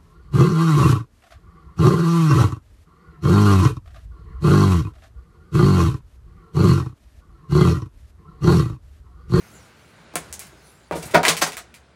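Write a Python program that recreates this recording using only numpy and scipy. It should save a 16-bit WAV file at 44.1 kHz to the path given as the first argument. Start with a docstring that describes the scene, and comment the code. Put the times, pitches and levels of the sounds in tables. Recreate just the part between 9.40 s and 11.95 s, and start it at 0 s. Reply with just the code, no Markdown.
"""Footsteps on debris in a gutted building, heard by a hand-held camera microphone.
Shoes knock loose boards, which ring in damped modes over a hollow; plaster chips snap as resonant
clicks, grit crunches as dense tiny fractures, and the slab thuds softly under the walker. Clothes rustle
as patchy noise. Hiss and rumble come through the empty windows, and the bare room answers the debris
with short echoes and a diffuse tail."""
import sys
import numpy as np
from scipy import signal
from scipy.fft import rfft, irfft, next_fast_len
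from scipy.io import wavfile
from scipy.ndimage import uniform_filter1d

SR = 44100
rng = np.random.default_rng(int(sys.argv[2]) if len(sys.argv) > 2 else 0)


def wav_record(signal):
    """Record a signal, one row per channel, as 16-bit PCM in the file named by sys.argv[1]."""
    frames = np.transpose(np.atleast_2d(signal))
    bounded = np.clip(frames, -1, 1)
    # unit amplitude maps onto the largest positive 16-bit level
    quanta = np.round(bounded * 32767).astype(np.int16)
    wavfile.write(sys.argv[1], SR, quanta)


def elevation(decibels):
    """Turn decibel levels (scalar or array-like) into linear amplitude ratios."""
    levels = np.asarray(decibels, float)
    return 10 ** (levels / 20)


N = 112454  # length in samples

# Outside air. Each row: frequency in Hz, relative density in dB per Hz.
AIR_SPECTRUM = [(65, -18), (110, 4), (228, -0.5), (264, -5.5), (305, -4), (1070, -10.5), (1550, -8),
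                (1790, -14), (2260, -16.5), (4130, -18), (10100, -31.5), (16000, -59)]
# Swell of the air. Each row: time in seconds, rms level in dB ahead of the microphone.
AIR_LEVEL = [(0.0, -53), (0.47, -55), (0.86, -50.5), (1.55, -59.5), (1.67, -43), (1.96, -45), (2.23, -55),
             (2.55, -60)]
# Low rumble from outside. Each row: frequency in Hz, relative density in dB per Hz.
RUMBLE_SPECTRUM = [(15, -61.5), (25, -33.5), (43, -29), (47, -28.5), (59, 9.5), (130, -12), (170, -34),
                   (290, -120)]
# Swell of the rumble. Each row: time in seconds, rms level in dB ahead of the microphone.
RUMBLE_LEVEL = [(0.0, -56), (0.55, -59.5), (0.85, -55), (1.4, -59), (1.67, -51), (2.55, -60)]
# Clothes moving, one list per spell of rustle. Each row: time in seconds, relative level in dB.
RUSTLE_SPELLS = [
    [(0.0, -63.5), (0.156, -60.5), (0.356, -75.5), (0.376, -69), (0.64, -75), (0.694, -129.5), (0.73, -81)],
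    [(1.08, -74), (1.124, -76), (1.27, -62), (1.326, -66.5), (1.45, -73.5), (1.502, -77), (1.505, -70)],
]
# Cloth on cloth. Each row: frequency in Hz, relative density in dB per Hz.
CLOTH_SPECTRUM = [(600, -29), (1200, -6), (2500, -11.5), (5000, -5.5), (9500, -9), (11500, -8),
                  (16000, -16)]
# Plaster chips snapping, some with a strong echo about 13 ms later, given its own row.
# Each row: start in seconds, peak in dB ahead of room and microphone, centre of the resonance in Hz,
# its width in Hz.
SNAPS = [(.738, -34, 5000, 4030), (0.7557, -5.5, 9500, 4830), (0.7574, -9, 2130, 2370),
         (0.9274, -12.5, 6200, 2990), (.9405, -19, 6500, 3500), (0.9939, -13.5, 9100, 7900),
         (1.069, -32, 11900, 5000), (1.5112, -23.5, 1730, 1200), (1.5237, -25, 1310, 900),
         (1.7462, -2.5, 2000, 1790), (1.832, -9.5, 2000, 3000), (1.8518, 3.5, 1840, 800),
         (1.8822, 6, 4000, 4000), (1.8959, -4, 2060, 2500), (1.968, -10.5, 2400, 2480),
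         (2.0138, -14, 3500, 5260), (2.121, -18, 2020, 920), (2.1696, -13, 2200, 920),
         (2.3419, -27, 2400, 910)]
# Boards knocked by a shoe, some with a strong echo about 11 ms later, given its own row.
# Each row: start in seconds, relative level in dB, contact time in ms (taken as 0.1 at least),
# hollow boom relative to the knock in dB, pitch ratio of the board.
KNOCKS = [(.740, -24, 0.35, -19, 1.8), (.7568, -15, 0.22, -3.5, 1.17), (1.129, -36, 0.47, -4, 0.7),
          (1.5112, -18.5, 0.11, 0, 1.3), (1.5222, -25, 0.23, 10, 1.52), (1.556, -15, 0.51, -6, 0.99),
          (1.574, -29, 0.85, 13, 1.1), (1.637, -24, 0.45, 0, 1.6), (1.7455, 1, .33, -3, 1.2),
          (1.7566, -7, 0.13, -16, 1.5), (1.832, -22, 0.1, -37, 3), (1.880, -13, 0.2, -11, 1.03),
          (1.895, -17.5, .4, 9, 1.9), (2.0235, -9.5, 0.28, -6.5, 1.25), (2.06, -30, 0.14, -32, 1.2),
          (2.1685, -37, 0.076, -11, 1.8)]
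# Modes of a loose board. Each row: frequency in Hz at pitch ratio 1, mean relative level in dB,
# time to fall 60 dB in seconds.
BOARD_MODES = [(282, -48, 0.029), (464, -14, 0.067), (476, -11.5, 0.037), (603, -10, 0.063),
               (674, -7, 0.022), (900, -8.5, 0.054), (840, -13, 0.022), (1147, -11, 0.057),
               (1500, -53, 0.036), (1630, -54, .04), (2180, -55, .04), (2260, -52, 0.056)]
# The walker's weight landing on the slab. Each row: start in seconds, relative level in dB,
# time to fall 60 dB in seconds.
THUDS = [(.76, -44, 0.16), (.9, -39, 0.53), (1.522, -33, 0.37), (1.748, -37, 0.17), (1.88, -45, .2),
         (2.029, -59, .2)]
# Grit crushed under a sole. Each row: start in seconds, rise in seconds, time to fall 60 dB in seconds,
# relative level in dB, spectral tilt in dB per octave.
CRUNCHES = [(0.781, 0.017, 0.88, -55.5, -0.5), (.995, 0.0032, 0.32, -46.5, 1.6),
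            (1.5105, 0.012, 0.27, -35.5, -6.5), (1.548, 0.008, 0.31, -42.5, 3.1),
            (1.615, 0.014, 0.088, -40, 1.8), (1.651, 0.0039, 0.13, -41, 7.5),
            (1.703, 0.0099, 0.083, -45, 2.5), (1.735, 0.017, 0.055, -13, -6.5),
            (1.8316, .004, .14, -25.5, -4.8), (1.858, 0.01, 0.17, -26, -2), (1.876, 0.0052, 0.14, -20.5, 0),
            (1.9672, 0.0022, 0.077, -28, 2.4), (2.0132, 0.0066, 0.063, -18.5, -0.2),
            (2.058, 0.011, 0.12, -32.5, -0.2), (2.126, 0.0053, 0.082, -40.5, -1),
            (2.169, 0.0072, 0.069, -37.5, 0.8), (2.34, 0.0044, 0.11, -51, 1.8)]
# Fracturing grit before tilt. Each row: frequency in Hz, relative density in dB per Hz.
GRIT_SPECTRUM = [(200, -34), (400, -9.5), (800, -4.5), (1500, -6.5), (2500, -11), (4500, -10), (8000, -11),
                 (12000, -14), (16000, -22)]
# Diffuse tail of the bare room. Each row: frequency in Hz, time to fall 60 dB in seconds.
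ROOM_DECAY = [(150, 0.36), (500, 0.22), (2000, 0.15), (6000, 0.17), (14000, 0.11)]
# Echoes off near surfaces. Each row: delay in seconds, level in dB relative to the direct sound.
WALLS = [(.003, -7), (.0062, -11), (.0125, -12)]
# Microphone response. Each row: frequency in Hz, gain in dB.
MIC = [(30, -5), (60, 1), (1700, 3.5), (2300, 7.5), (2900, 3), (6000, 1.5), (10200, 3.5), (11200, -2),
       (14000, -1), (15300, -0.5)]

# less room on boards, so their ringing stays short and clear
ROOM_DB, BOARD_ROOM_DB, ROOM_BUILD_S = 0, -5, .003
SNAP_T60_S, SNAP_ROUGHNESS = .0015, .15
SNAP_SHOULDER_DB = -13  # flat part of a click under its resonance
RADIATES_HZ = 230  # loose boards push little air below this
RATTLE_DB, RATTLE_T60_S = -8.5, .03
KNOCK_DB, MODE_SCATTER_DB = 1, 2.5
BOOM_HZ, BOOM_DB, BOOM_RISE_S, BOOM_T60_S = 163.8, -7.5, .021, .17  # hollow under the boards
THUD_HZ, THUD_RISE_S = 74.3, .005
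GRAINS_PER_S, GRAIN_SPREAD_DB, RISE_POWER = 3000, 3.5, 1.3
LOW_HZ, TOP_HZ = 38, 15900  # ends of the band
T = np.arange(SR // 2) / SR  # seconds after an event


def unit(x):
    """Scales x to rms 1."""
    return x / np.sqrt(np.mean(x ** 2) + 1e-20)


def along(points, hz):
    """Reads (Hz, value) points on a log frequency axis."""
    f, v = np.transpose(points)
    return np.interp(np.log(hz + 1), np.log(f + 1), v)


def level(rows):
    """Gain per sample from (seconds, dB) rows, at -120 dB outside them."""
    s, db = np.transpose(rows)
    return elevation(np.interp(np.arange(N) / SR, s, db, left=-120, right=-120))


def coloured(x, db_of_hz):
    """Passes x through a causal minimum-phase filter of the given gain, by folding its cepstrum."""
    m = 2 * next_fast_len(len(x))
    gain = elevation(db_of_hz(np.fft.rfftfreq(m, 1 / SR)))
    cepstrum = irfft(np.log(np.maximum(gain, 1e-6)), m)
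    cepstrum[1:m // 2] *= 2
    cepstrum[m // 2 + 1:] = 0
    return irfft(rfft(x, m) * np.exp(rfft(cepstrum)), m)[:len(x)]


def patchy(spectrum, patchy_db):
    """Coloured noise of rms 1 with patches of random gain over time and frequency."""
    z = signal.stft(rng.standard_normal(N), nperseg=512)[2]
    field = uniform_filter1d(rng.standard_normal(z.shape), size=6, axis=0)
    field = uniform_filter1d(field, size=10, axis=1)
    noise = signal.istft(z * elevation(patchy_db * unit(field)), nperseg=512)[1][:N]
    return unit(coloured(noise, lambda hz: along(spectrum, hz)))


def add_dry(out, sound, s):
    """Lays a sound at s seconds with no room on it."""
    out[round(s * SR):][:len(T)] += sound


def add_in_room(out, sound, s, room_db=ROOM_DB):
    """Lays a sound at s seconds with wall echoes and a fresh diffuse tail of decaying noise."""
    hz, t, z = signal.stft(rng.standard_normal(len(T)), SR, nperseg=256)
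    decay = elevation(-60 * t / along(ROOM_DECAY, hz)[:, None])
    tail = signal.istft(z * decay, SR, nperseg=256)[1][:len(T)]
    tail = tail * (1 - np.exp(-T / ROOM_BUILD_S))
    room = elevation(room_db) * tail / np.linalg.norm(tail) + (T == 0)  # T == 0 is the direct sound
    for delay, db in WALLS:
        room[round(delay * SR)] += elevation(db)
    add_dry(out, signal.fftconvolve(sound, room)[:len(T)], s)


def air():
    """Outside hiss and a low rumble through the empty windows: two noises with slow swells."""
    hiss = level(AIR_LEVEL) * patchy(AIR_SPECTRUM, patchy_db=1.2)
    rumble = level(RUMBLE_LEVEL) * patchy(RUMBLE_SPECTRUM, patchy_db=0)
    return hiss + rumble


def clothes():
    """Soft rustle of the walker's clothes between steps: noise in strongly uneven patches."""
    swell = sum(level(rows) for rows in RUSTLE_SPELLS)
    return swell * elevation(5.5) * patchy(CLOTH_SPECTRUM, patchy_db=5.0)


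def plaster():
    """Each snap is a slightly rough click through one broad resonance of the chip."""
    out = np.zeros(N + SR)
    for s, db, centre_hz, width_hz in SNAPS:
        click = (T == 0) + SNAP_ROUGHNESS * rng.standard_normal(len(T))
        click = click * elevation(-60 * T / SNAP_T60_S)

        def chip_db(hz):
            f = hz + 1
            resonance = 1 / (1 + ((f * f - centre_hz ** 2) / (f * width_hz)) ** 2)
            low_fall = 12 * np.minimum(np.log2(f / 600), 0)  # 12 dB per octave below 600 Hz
            return 10 * np.log10(resonance + elevation(SNAP_SHOULDER_DB) ** 2) + low_fall

        snap = coloured(click, chip_db)
        add_in_room(out, elevation(db) * snap / np.abs(snap).max(), s)
    return out[:N]


def boards():
    """A rounded push and a short rattle ring the board's modes; the hollow below booms with them."""
    out = np.zeros(N + SR)
    radiation = signal.butter(3, RADIATES_HZ, "high", fs=SR, output="sos")
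    for s, db, contact_ms, boom_db, ratio in KNOCKS:
        contact_s = max(contact_ms, .1) / 1000
        push = T / contact_s * np.exp(-T / contact_s)
        rattle = rng.standard_normal(len(T)) * elevation(-60 * T / RATTLE_T60_S)
        contacts = (T == 0) + elevation(RATTLE_DB) * rattle / np.linalg.norm(rattle)
        force = signal.fftconvolve(push / push.sum(), contacts)[:len(T)]
        ring = np.zeros(len(T))
        for hz, mode_db, t60 in BOARD_MODES:
            mode_db = mode_db + rng.normal(0, MODE_SCATTER_DB)  # mode levels vary from knock to knock
            ring += elevation(mode_db - 60 * T / t60) * np.sin(2 * np.pi * ratio * hz * T)
        knock = signal.sosfilt(radiation, signal.fftconvolve(force, ring)[:len(T)])
        add_in_room(out, elevation(db + KNOCK_DB) * knock, s, BOARD_ROOM_DB)
        boom = (1 - np.exp(-T / BOOM_RISE_S)) * elevation(-60 * T / BOOM_T60_S)
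        boom = boom * np.sin(2 * np.pi * BOOM_HZ * T)
        add_dry(out, elevation(db + BOOM_DB + boom_db) * boom, s)
    return out[:N]


def slab():
    """A soft low thud under each shift of weight: one decaying sine with a rounded start."""
    out = np.zeros(N + SR)
    for s, db, t60 in THUDS:
        swell = (1 - np.exp(-T / THUD_RISE_S)) * elevation(db - 60 * T / t60)
        add_dry(out, swell * np.sin(2 * np.pi * THUD_HZ * T), s)
    return out[:N]


def grit():
    """Dense tiny fractures of uneven size, swelling and fading with the pressure of the sole."""
    out = np.zeros(N + SR)
    for s, rise, t60, db, tilt_db in CRUNCHES:
        chance, size, sign = rng.random((3, len(T)))
        sizes = elevation(-GRAIN_SPREAD_DB * np.log(size + 3e-2))  # few large, many small
        grains = (chance < GRAINS_PER_S / SR) * sizes * np.sign(sign - .5)
        grains = unit(coloured(
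            grains, lambda hz: along(GRIT_SPECTRUM, hz) + tilt_db * np.log2((hz + 100) / 3000)))
        swell = np.minimum(T / rise, 1) ** RISE_POWER
        fade = elevation(-60 * np.maximum(T - rise, 0) / t60)
        add_in_room(out, elevation(db) * grains * swell * fade, s)
    return out[:N]


def scene():
    """All sources at the microphone, one channel."""
    return (air() + clothes() + plaster() + boards() + slab() + grit())[None]


def roll_off(x):
    """The treble ends steeply here."""
    return signal.sosfilt(signal.butter(12, 16810, fs=SR, output="sos"), x)


def record(dry):
    """Microphone colour, soft clipping at full scale, then the limits of the band."""
    x = coloured(dry[0], lambda hz: along(MIC, hz))[None]
    x = x / (1 + np.abs(x) ** 8) ** (1 / 8)
    hz = np.fft.rfftfreq(N, 1 / SR)
    low_cut = hz ** 2 / (hz ** 2 + LOW_HZ ** 2)
    mix = irfft(rfft(x) * (hz < TOP_HZ) * low_cut, N)
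    return roll_off(mix)


dry = scene()
out = record(dry)
wav_record(out)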